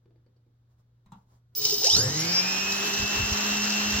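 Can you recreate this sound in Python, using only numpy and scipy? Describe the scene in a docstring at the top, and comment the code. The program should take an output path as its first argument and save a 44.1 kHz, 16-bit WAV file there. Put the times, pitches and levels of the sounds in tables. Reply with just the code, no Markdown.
"""A brushless motor spins up a skate wheel on a workbench rig, close to the microphone. Sines tied to the shaft
speed sweep through the ring of the rotor bell and settle into a whine over bearing hiss. Before that come
finger taps and a switch click, made of short noise bursts, then the controller's wavering whistle and uneven
pulses that jerk the rotor and ring the casing. Late on, low noise puffs as the wheel's draught."""
import sys
import numpy as np
from scipy import signal
from scipy.fft import rfft, irfft, next_fast_len
from scipy.io import wavfile
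from scipy.ndimage import uniform_filter1d, map_coordinates

SR = 44100
rng = np.random.default_rng(int(sys.argv[2]) if len(sys.argv) > 2 else 0)


def dump(signal):
    """Clip the signal to [-1, 1] and save it as 16-bit WAV at the path in sys.argv[1]."""
    limited = np.clip(np.atleast_2d(signal).T, -1, 1)
    pcm = np.round(limited * 32767).astype(np.int16)
    wavfile.write(sys.argv[1], SR, pcm)


N = 176400

# Steady room noise. Each row: frequency in Hz, relative level in dB.
FLOOR_COLOUR = [(25, -17), (70, -4), (125, -11.5), (180, -15.5), (280, -23.5), (400, -30.5), (620, -42.5),
                (1500, -51.5), (3700, -38), (15000, -59)]
FLOOR_DB, MAINS_HZ, MAINS_DB, MAINS_FLUTTER_DB = -71.5, 119, -63.5, .7
# Echo of the workshop. Each row: frequency in Hz, time to fall 60 dB in seconds.
ROOM_T60 = [(150, 0.3), (2000, 0.22), (12000, 0.035)]
# Likeness of the two channels. Each row: frequency in Hz, correlation from -1 to 1.
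CHANNEL_LIKENESS = [(60, .99), (270, .98), (450, .13), (740, .3), (1220, -.15), (2010, .15), (3330, .08),
                    (5500, -.34), (7400, -.55), (8400, -.995), (10800, -.995), (11800, -.4), (15000, -.1)]

# Light finger taps. Each row: start in seconds, tap level in dB, ping level in dB, both before a trim.
TAPS = [(0.057, -52, -82), (0.107, -55, -82), (0.159, -53, -76), (0.263, -54.5, -68), (0.363, -62, -67),
        (0.465, -58, -80)]
# Colours of the tap's thud and its ping. Each row: frequency in Hz, relative level in dB.
TAP_COLOUR = [(100, -6), (250, 2.5), (380, 9.5), (600, -4), (1000, -19), (3000, -27), (4600, -33),
              (7000, -44), (15000, -56)]
PING_COLOUR = [(100, -40), (3500, -29), (4200, -11), (4500, 0), (4900, -14), (6500, -26), (15000, -45)]
# Switch clicks. Each row: start in seconds, dry peak in dB.
CLICKS = [(1.06, -56), (1.12, -42.5)]
# Colour of the switch. 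Each row: frequency in Hz, relative level in dB.
CLICK_COLOUR = [(120, 7.5), (200, 10), (400, -16), (650, -7), (850, 8.5), (1100, 4.5), (1700, -7.5),
                (2400, -13), (3600, -8.5), (5000, -19), (7500, -15.5), (10000, -27), (14000, -22.5)]
# Brushes of the hand. Each row: centre in seconds, bell-curve width in seconds, level in dB.
BRUSHES = [(.72, 0.022, -74), (.8, 0.016, -71), (1.16, 0.038, -67.5), (1.225, 0.011, -78),
           (1.335, 0.038, -65)]
# Colour of skin on the bench. Each row: frequency in Hz, relative level in dB.
BRUSH_COLOUR = [(100, 6.5), (500, -10), (1050, -3.5), (1600, -15.5), (2500, -23.5), (5000, -17.5),
                (9000, -20), (15000, -25)]

# Shaking of the rig. Each row: time in seconds, level in dB.
SHAKE_LEVEL = [(1.52, -77), (1.6, -50.5), (1.8, -46), (1.9, -63.5), (1.96, -33.5), (2.05, -34), (2.2, -41),
               (2.5, -55), (4, -78)]
# Colour of the shaking. 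Each row: frequency in Hz, relative level in dB.
RIG_COLOUR = [(30, -40.5), (80, -6), (115, 3), (250, -6.5), (350, -8), (460, -4.5), (650, -13),
              (1000, -14.5), (1500, -16), (2500, -28), (6000, -33)]
# The controller's switching whistle. Each row: time in seconds, pitch in Hz, level in dB.
WHISTLE = [(1.545, 15500, -80), (1.555, 15500, -41), (1.585, 15360, -31.5), (1.64, 15570, -40),
           (1.72, 15200, -37.5), (1.79, 15400, -33), (1.83, 15400, -44.5), (1.87, 15400, -65),
           (2, 15300, -104)]

# The sharp first kick. Each row: start in seconds, dry peak in dB.
FIRST_KICK = [(1.551, -26)]
# Strength of the commutation kicks. Each row: time in seconds, level in dB before a trim.
KICK_LEVEL = [(1.54, -41), (1.56, -36), (1.61, -30), (1.635, -26), (1.72, -26), (1.79, -30), (1.825, -23.5),
              (1.84, -18), (1.88, -24), (1.96, -21), (2.03, -29), (2.15, -30), (2.5, -33.5), (4, -30.5)]
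# The motor's answer to a kick. Each row: frequency in Hz, relative level in dB.
CASING_COLOUR = [(60, -42.5), (300, -28), (415, -11), (520, -26), (900, -18.5), (1400, -37), (2150, -35),
                 (2550, -26), (2950, -12), (3350, -17.5), (3900, -7), (4450, -8.5), (5100, -0.5),
                 (5900, -2.5), (6600, -9), (7600, -9.5), (9800, -54), (11000, -39), (11600, -9.5),
                 (12400, -26.5), (13500, -22.5), (15000, -23.5)]
# Modes of the casing. Each row: frequency in Hz, width in Hz, relative level in dB.
CASING_MODES = [(3065, 24, -20.5), (3190, 14, -10), (3760, 13, -7), (4430, 37, -8), (4590, 50, 4),
                (5190, 62, 10), (5700, 34, -5), (5640, 14, -2), (6600, 47, -8.5)]
# Growl of the stalled rotor. Each row: time in seconds, level in dB.
GROWL_LEVEL = [(1.55, -68), (1.6, -54.5), (1.66, -47), (1.7, -53), (1.735, -33.5), (1.79, -58.5),
               (1.84, -41), (1.9, -88)]
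KICK_HZ, KICK_SCATTER_DB, GROWL_HZ = 419, 0.5, 414  # the kick rate strays around its value
RATTLE_S, CASING_RING_DB = .0012, -6  # decay constant; ring level at standstill against the knocks

# Shaft speed. Each row: time in seconds, turns per second.
SHAFT_SPEED = [(1.8, 6), (1.83, 22.6), (1.85, 38.8), (1.9, 72.4), (1.95, 96), (2, 114.6), (2.05, 129.6),
               (2.1, 141.6), (2.2, 160), (2.3, 172.8), (2.4, 181.8), (2.5, 188.7), (2.7, 197.6),
               (2.85, 201.3), (3, 203.8), (3.3, 206.5), (3.6, 207.6), (4, 208.3)]
TOP_SPEED = 208  # turns per second
# Motor current. Each row: time in seconds, relative level in dB.
CURRENT = [(1.8, -26), (1.84, -3), (1.87, 0), (1.96, 0), (2.03, -1), (2.12, -12), (2.2, -6), (2.27, -12),
           (2.4, -17), (2.7, -14), (2.95, -15), (3.1, -29), (4, -29)]
# Low harmonics of the 14 magnets and a sideband. Each entry: multiple of the shaft speed.
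MAGNET_ORDERS = [13, 14, 42]
# Their levels. Each entry: dB before current and response.
MAGNET_DB = [-33.5, -36, -26.5]
# How well the stator radiates them. Each row: frequency in Hz, response in dB.
STATOR_RESPONSE = [(200, -25), (430, -1), (640, -2), (850, -2), (1050, -24), (1600, -18), (2400, -24),
                   (2750, -16), (3020, 0), (3400, -4), (3950, 1), (4450, -6), (4820, 3), (5250, -7),
                   (5650, -1), (6000, -7), (6600, 0), (7000, -10), (8000, -20), (8500, -40)]
# Higher magnet harmonics. Each entry: multiple of the shaft speed.
HIGH_ORDERS = [56, 70, 84, 98, 112, 140]
# Their levels. Each entry: dB before current and response.
HIGH_DB = [-20.5, -21.5, -32, -23.5, -35, -27]
# How well the rotor bell radiates them. Each row: frequency in Hz, response in dB.
BELL_RESPONSE = [(1000, -45), (3500, -26), (4600, -16), (4950, -3), (5150, 1), (5600, -1), (5900, -7.5),
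                 (7000, -9.5), (7900, -16), (8500, -46), (10500, -42), (11200, -11), (11450, -17),
                 (12300, -13), (13000, -28), (15000, -36)]
# Phase between the channels. Each row: frequency in Hz, left lead in radians.
LEFT_LEAD = [(100, 0), (450, -.3), (900, -2), (2500, 0), (4000, 2.2), (5300, 1.9), (7400, 2.6),
             (8200, 3.14), (11000, 3.14), (11800, 2.2), (15000, 2)]
MAGNET_FLUTTER_DB, MAGNET_FLUTTER_RATE, MAGNET_DRIFT = 1.7, 110, .3  # dB, knots a second, radians
WHINE_WET_DB, WHEEL_WET_DB = -11, -16

# Lines of the rotor bell. Each entry: multiple of the shaft speed.
BELL_ORDERS = [28, 32, 35]
# One row per line: base level in dB, resonance in Hz, width in Hz, flare in dB, left lead in radians.
BELL_LINES = [(-43, 5040, 250, 19, 2.3), (-57, 5660, 200, 28, 1.7), (-59, 5610, 280, 23, 1.5)]
BELL_FLUTTER_DB = 2.2

# Tones of the spinning wheel and rotor. Each entry: multiple of the shaft speed.
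WHEEL_ORDERS = [12, 13, 14, 15]
# One row per tone: level in dB before the resonance, left lead in radians.
WHEEL_TONES = [(-50, .5), (-36.5, .2), (-39.5, 1.7), (-46, 1.2)]
# The wheel's resonance. Each row: frequency in Hz, response in dB.
WHEEL_RESPONSE = [(1000, -24), (1600, -11), (2000, -12), (2250, -10), (2430, -1), (2680, 1), (2900, -1.5),
                  (3000, -5), (3100, -12)]
# Unbalance hum, one cycle a turn. Each row: time in seconds, level in dB before the lurch.
UNBALANCE_LEVEL = [(1.88, -71), (1.97, -51), (2.07, -38.5), (2.14, -36.5), (2.3, -39), (2.7, -43),
                   (3.25, -41), (3.5, -34), (4, -33.5)]
LURCH_DB, LURCH_LIMIT, LURCH_RATE = 7, .15, 22  # depth, cap on the speed shortfall, knots a second
WHEEL_FLUTTER_DB, WHEEL_DRIFT = 1.6, .3  # dB, radians

# Low shaft harmonics that shake the frame. Each entry: multiple of the shaft speed.
FRAME_ORDERS = [2, 3, 4]
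# Their levels. Each entry: dB before the frame's response.
FRAME_DB = [-41, -41, -44]
# Response of the frame. Each row: frequency in Hz, response in dB.
FRAME_RESPONSE = [(100, -25), (260, -11), (335, 0), (372, -12), (403, 0), (418, -11), (450, 1), (490, -8),
                  (528, -1), (555, -15), (600, -20), (680, -11), (900, -17)]
# Frame modes set ringing by the run-up.
# Each row: centre in seconds, bell-curve width in seconds, level in dB, pitch in Hz.
FRAME_RINGS = [(1.962, 0.031, -39, 79), (1.99, 0.016, -35.5, 440), (2.036, 0.032, -30, 111.1),
               (2.05, 0.035, -40, 515.4)]
FRAME_ONSET_SPEED = 146  # turns per second

# Hiss of bearings and air. Each row: frequency in Hz, relative level in dB.
HISS_COLOUR = [(30, -24.5), (120, -9), (300, -2.5), (520, -8.5), (800, -3.5), (1300, 0), (1800, 0.5),
               (2250, -5), (3000, 1), (3600, -5), (4300, -1), (5000, -14.5), (5800, 0), (6400, -5.5),
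               (7400, -0.5), (8200, -37.5), (10000, -64), (12500, -17.5), (14000, -12), (15600, -17)]
# Stereo lean of the hiss. Each row: frequency in Hz, left minus right in dB.
HISS_LEAN = [(60, -9), (110, 1.5), (200, 2), (380, 0), (700, -11.5), (1290, -1), (2380, -0.5), (4400, 0),
             (8120, 1), (15000, 0)]
HISS_DB, HISS_DB_PER_DECADE, HISS_PULSING = -29.5, 59.5, 0.051  # at top speed; per tenfold speed; depth

# Puffs of draught. Each row: centre in seconds, bell-curve width in seconds, level in dB.
PUFFS = [(2.67, 0.091, -53.5), (3.02, 0.022, -33.5), (3.22, 0.033, -32), (3.33, 0.013, -32),
         (3.57, 0.075, -50), (3.85, 0.024, -45), (3.94, 0.028, -36.5)]
# Colour of the draught. Each row: frequency in Hz, relative level in dB.
DRAUGHT_COLOUR = [(20, -27.5), (50, -0.5), (100, 1), (160, -12.5), (300, -16), (1000, -71.5)]
TOP_HZ = 15900


def amp(db):
    """Decibels to gain."""
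    return 10 ** (np.asarray(db) / 20)


def unit(x):
    """Scale to rms 1."""
    return x / np.sqrt(np.mean(x ** 2) + 1e-20)


def along(points, hz):
    """Read a (Hz, value) curve on a log frequency axis."""
    f, v = np.transpose(points)
    return np.interp(np.log(hz + 1), np.log(f + 1), v)


def clock():
    """Time of each sample in seconds."""
    return np.arange(N) / SR


def curves(rows):
    """One value per sample for each column after the time."""
    s, *cols = np.transpose(rows)
    return [np.interp(clock(), s, c) for c in cols]


def wobble(rate):
    """A smooth random curve, rate knots a second."""
    return map_coordinates(rng.standard_normal(8192), [clock() * rate], mode="wrap")


def swells(rows):
    """Bell-shaped swells from (centre, width, dB) rows."""
    return sum(amp(db) * np.exp(-.5 * ((clock() - s) / width) ** 2) for s, width, db in rows)


def filtered(x, response):
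    """Multiply the spectrum by a complex response of frequency."""
    m = next_fast_len(N + SR // 2)
    return irfft(rfft(x, m) * response(np.fft.rfftfreq(m, 1 / SR)), m)[..., :N]


def spread(pair):
    """Mix two unrelated signals into a stereo pair: alike in the bass, opposed in parts of the treble."""
    def mid_and_side(hz):
        turn = np.arccos(np.clip(along(CHANNEL_LIKENESS, hz), -1, 1)) / 2
        return np.array([np.cos(turn), np.sin(turn)])

    mid, side = filtered(pair, mid_and_side)
    return np.array([mid + side, mid - side])


def noise(colour):
    """Coloured stereo noise of rms 1."""
    white = rng.standard_normal((2, N))
    return unit(spread(filtered(white, lambda hz: amp(along(colour, hz)))))


def ring(colour, size=4096):
    """Minimum-phase impulse response with this colour, by folding its cepstrum."""
    cepstrum = irfft(np.log(amp(along(colour, np.fft.rfftfreq(size, 1 / SR)))))
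    cepstrum[1:size // 2] *= 2
    cepstrum[size // 2 + 1:] = 0
    return irfft(np.exp(rfft(cepstrum)))


def tone(phase, lead, flutter_db, flutter_rate, drift):
    """A stereo sine, rms 1 before flutter, whose level and phase waver partly apart in each ear."""
    shared = wobble(flutter_rate)
    ears = []
    for side in (.5, -.5):
        level = amp(flutter_db * (shared + wobble(flutter_rate)))
        ears.append(level * np.sin(phase + side * lead + drift * wobble(flutter_rate)))
    return np.sqrt(2) * np.array(ears)


def room(x, wet_db):
    """Add the workshop's short echo: noise that dies away faster in the treble."""
    hz, t, z = signal.stft(rng.standard_normal((2, SR // 2)), SR, nperseg=256)
    decay = amp(-60 * t / along(ROOM_T60, hz)[:, None])
    tail = signal.istft(z * decay, SR, nperseg=256)[1]
    tail = tail / np.linalg.norm(tail[0])
    echo = signal.fftconvolve(np.atleast_2d(x), tail, axes=1)[:, :N]
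    return x + amp(wet_db) * spread(echo)


def contacts(rows, colour, decay_s, gain_db, wet_db):
    """Small contacts: a brief decaying noise burst rings the touched part."""
    out, t = np.zeros(N + SR), np.arange(SR // 10) / SR
    for s, db in rows:
        burst = rng.standard_normal(len(t)) * np.exp(-t / decay_s)
        hit = signal.fftconvolve(burst, ring(colour))
        out[int(s * SR):][:len(hit)] += amp(db + gain_db) * hit / np.abs(hit).max()
    return room(out[:N], wet_db)


def background():
    """Steady coloured room noise and one wavering tone of mains hum."""
    hum = tone(2 * np.pi * MAINS_HZ * clock(), 0, MAINS_FLUTTER_DB, flutter_rate=12.0, drift=.05)
    return amp(FLOOR_DB) * noise(FLOOR_COLOUR) + amp(MAINS_DB) * hum


def hand():
    """Taps with a small metallic ping, the switch, and skin brushing the bench as swelling noise."""
    tap_rows = [(s, db) for s, db, _ in TAPS]
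    ping_rows = [(s, db) for s, _, db in TAPS]
    taps = contacts(tap_rows, TAP_COLOUR, decay_s=0.0045, gain_db=-2.5, wet_db=-3.5)
    pings = contacts(ping_rows, PING_COLOUR, decay_s=0.0035, gain_db=-4.5, wet_db=-1)
    clicks = contacts(CLICKS, CLICK_COLOUR, decay_s=0.0062, gain_db=0, wet_db=2.5)
    return taps + pings + clicks + swells(BRUSHES) * noise(BRUSH_COLOUR)


def rig_shake():
    """The rig shakes broadly, as coloured noise that swells around the run-up."""
    return amp(curves(SHAKE_LEVEL)[0]) * noise(RIG_COLOUR)


def whistle():
    """The controller's high switching tone: its pitch glides and its phase wavers fast, so it sounds smeared."""
    hz, db = curves(WHISTLE)
    phase = 2 * np.pi * np.cumsum(hz) / SR + .35 * wobble(260)
    whistling = tone(phase, 0, flutter_db=2.5, flutter_rate=30, drift=0.12)
    return amp(db + 2.1 * wobble(200)) * whistling * (clock() > WHISTLE[0][0])


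def kicks():
    """After one sharp first kick, uneven current pulses knock the casing and ring its modes; the rotor growls."""
    started = clock() > FIRST_KICK[0][0]
    count = np.floor(np.cumsum(KICK_HZ * np.exp(.5 * wobble(300))) / SR)
    scatter = amp(KICK_SCATTER_DB * np.clip(rng.standard_normal(N), -2, 2))
    pulses = np.diff(count, prepend=0) * scatter * started

    t = np.arange(SR // 8) / SR
    rattle = signal.fftconvolve(pulses, np.exp(-t / RATTLE_S))[:N] * rng.standard_normal(N)
    knocks = unit(signal.fftconvolve(rattle, ring(CASING_COLOUR))[:N])

    modes = sum(amp(db) * np.exp(-np.pi * width * t) * width * np.sin(2 * np.pi * hz * t)
                for hz, width, db in CASING_MODES)
    casing_ring = unit(signal.fftconvolve(pulses, modes)[:N])
    # the ring fades as the rotor gains speed
    stalled = np.clip(1 - curves(SHAFT_SPEED)[0] / TOP_SPEED, 0, 1)
    knocks = knocks + amp(CASING_RING_DB) * stalled * casing_ring
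    pair = filtered(knocks, lambda hz: np.exp(.5j * np.outer([1, -1], along(LEFT_LEAD, hz))))

    growl = tone(2 * np.pi * GROWL_HZ * clock(), 0, flutter_db=3, flutter_rate=33, drift=.25)
    growl = amp(curves(GROWL_LEVEL)[0]) * growl * started
    first = contacts(FIRST_KICK, CASING_COLOUR, decay_s=0.001, gain_db=0, wet_db=-16)
    return room(pair * amp(curves(KICK_LEVEL)[0] - 5.0), wet_db=-4.5) + growl + first


def magnet_whine(speed, angle):
    """Magnet harmonics follow the current; the stator radiates the low ones, the bell flares the high ones."""
    current_db, = curves(CURRENT)
    groups = ((MAGNET_ORDERS, MAGNET_DB, STATOR_RESPONSE), (HIGH_ORDERS, HIGH_DB, BELL_RESPONSE))
    out = 0
    for orders, levels, response in groups:
        for k, db in zip(orders, levels):
            hz = k * speed
            level = amp(db + current_db + along(response, hz))
            out = out + level * tone(k * angle, along(LEFT_LEAD, hz), MAGNET_FLUTTER_DB,
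                                     MAGNET_FLUTTER_RATE, MAGNET_DRIFT)
    return room(out * (speed > 0), WHINE_WET_DB)


def rotor_bell(speed, angle):
    """Three lines of the spinning bell, each flaring as it crosses a resonance."""
    out = 0
    for k, (db, centre_hz, width_hz, flare_db, lead) in zip(BELL_ORDERS, BELL_LINES):
        hz = k * speed
        flare = 1 + amp(flare_db) / (1 + (2 * (hz - centre_hz) / width_hz) ** 2)
        level = amp(db) * flare * np.clip(hz / centre_hz, 0, 1) ** 4
        out = out + level * tone(k * angle, lead, BELL_FLUTTER_DB, flutter_rate=30, drift=0.069)
    return room(out, WHINE_WET_DB)


def wheel_whine(speed, angle):
    """Rotor tones climb into the wheel's resonance; the unbalance hum lurches until the speed settles."""
    turning = np.clip(speed / 100, 0, 1) ** 2
    out = 0
    for k, (db, lead) in zip(WHEEL_ORDERS, WHEEL_TONES):
        level = amp(db + along(WHEEL_RESPONSE, k * speed))
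        out = out + level * tone(k * angle, lead, WHEEL_FLUTTER_DB, flutter_rate=13, drift=WHEEL_DRIFT)
    shortfall = np.clip(1 - speed / TOP_SPEED, 0, LURCH_LIMIT)
    lurch_db = LURCH_DB * np.sqrt(shortfall) * wobble(LURCH_RATE)
    hum = tone(angle, 0, flutter_db=.5, flutter_rate=22, drift=0.059)
    hum = amp(curves(UNBALANCE_LEVEL)[0] + lurch_db) * hum
    return room(out * turning, WHEEL_WET_DB) + hum * (speed > 0)


def frame_hum(speed, angle):
    """Low shaft harmonics swell as they pass the frame's resonances; its modes ring at their own pitch."""
    out = 0
    for k, db in zip(FRAME_ORDERS, FRAME_DB):
        level = amp(db + along(FRAME_RESPONSE, k * speed))
        out = out + level * tone(k * angle, 0, flutter_db=2.5, flutter_rate=24, drift=0.95)
    rings = 0
    for s, width, db, hz in FRAME_RINGS:
        mode = tone(2 * np.pi * hz * clock(), 0, flutter_db=-0.6, flutter_rate=29, drift=0.055)
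        rings = rings + swells([(s, width, db)]) * mode
    return out * np.clip(speed / FRAME_ONSET_SPEED, 0, 1) ** 4 + rings


def hiss(speed, angle):
    """Bearing and air noise grows with speed and pulses once a turn."""
    speed_db = HISS_DB_PER_DECADE * np.log10(speed / TOP_SPEED + 1e-6)
    level = amp(HISS_DB + speed_db + 1.13 * wobble(15))
    air = filtered(noise(HISS_COLOUR), lambda hz: amp(np.outer([.5, -.5], along(HISS_LEAN, hz))))
    return air * level * (1 + HISS_PULSING * np.cos(angle))


def draught():
    """The wheel's draught puffs at the microphone: swells of low noise."""
    return swells(PUFFS) * noise(DRAUGHT_COLOUR)


def scene():
    """The shaft speed drives the motor's whines, hum and hiss; the other layers keep their own timing."""
    # smooth the corners of the speed curve
    speed = uniform_filter1d(curves(SHAFT_SPEED)[0], size=1300) * (clock() > SHAFT_SPEED[0][0])
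    angle = 2 * np.pi * np.cumsum(speed) / SR
    start = whistle() + kicks()
    whine = magnet_whine(speed, angle) + rotor_bell(speed, angle) + wheel_whine(speed, angle)
    running = whine + frame_hum(speed, angle) + hiss(speed, angle)
    return background() + hand() + rig_shake() + start + running + draught()


def record(dry):
    """Cut everything at and above the band limit."""
    return filtered(dry, lambda hz: hz < TOP_HZ)


dry = scene()
out = record(dry)
dump(out)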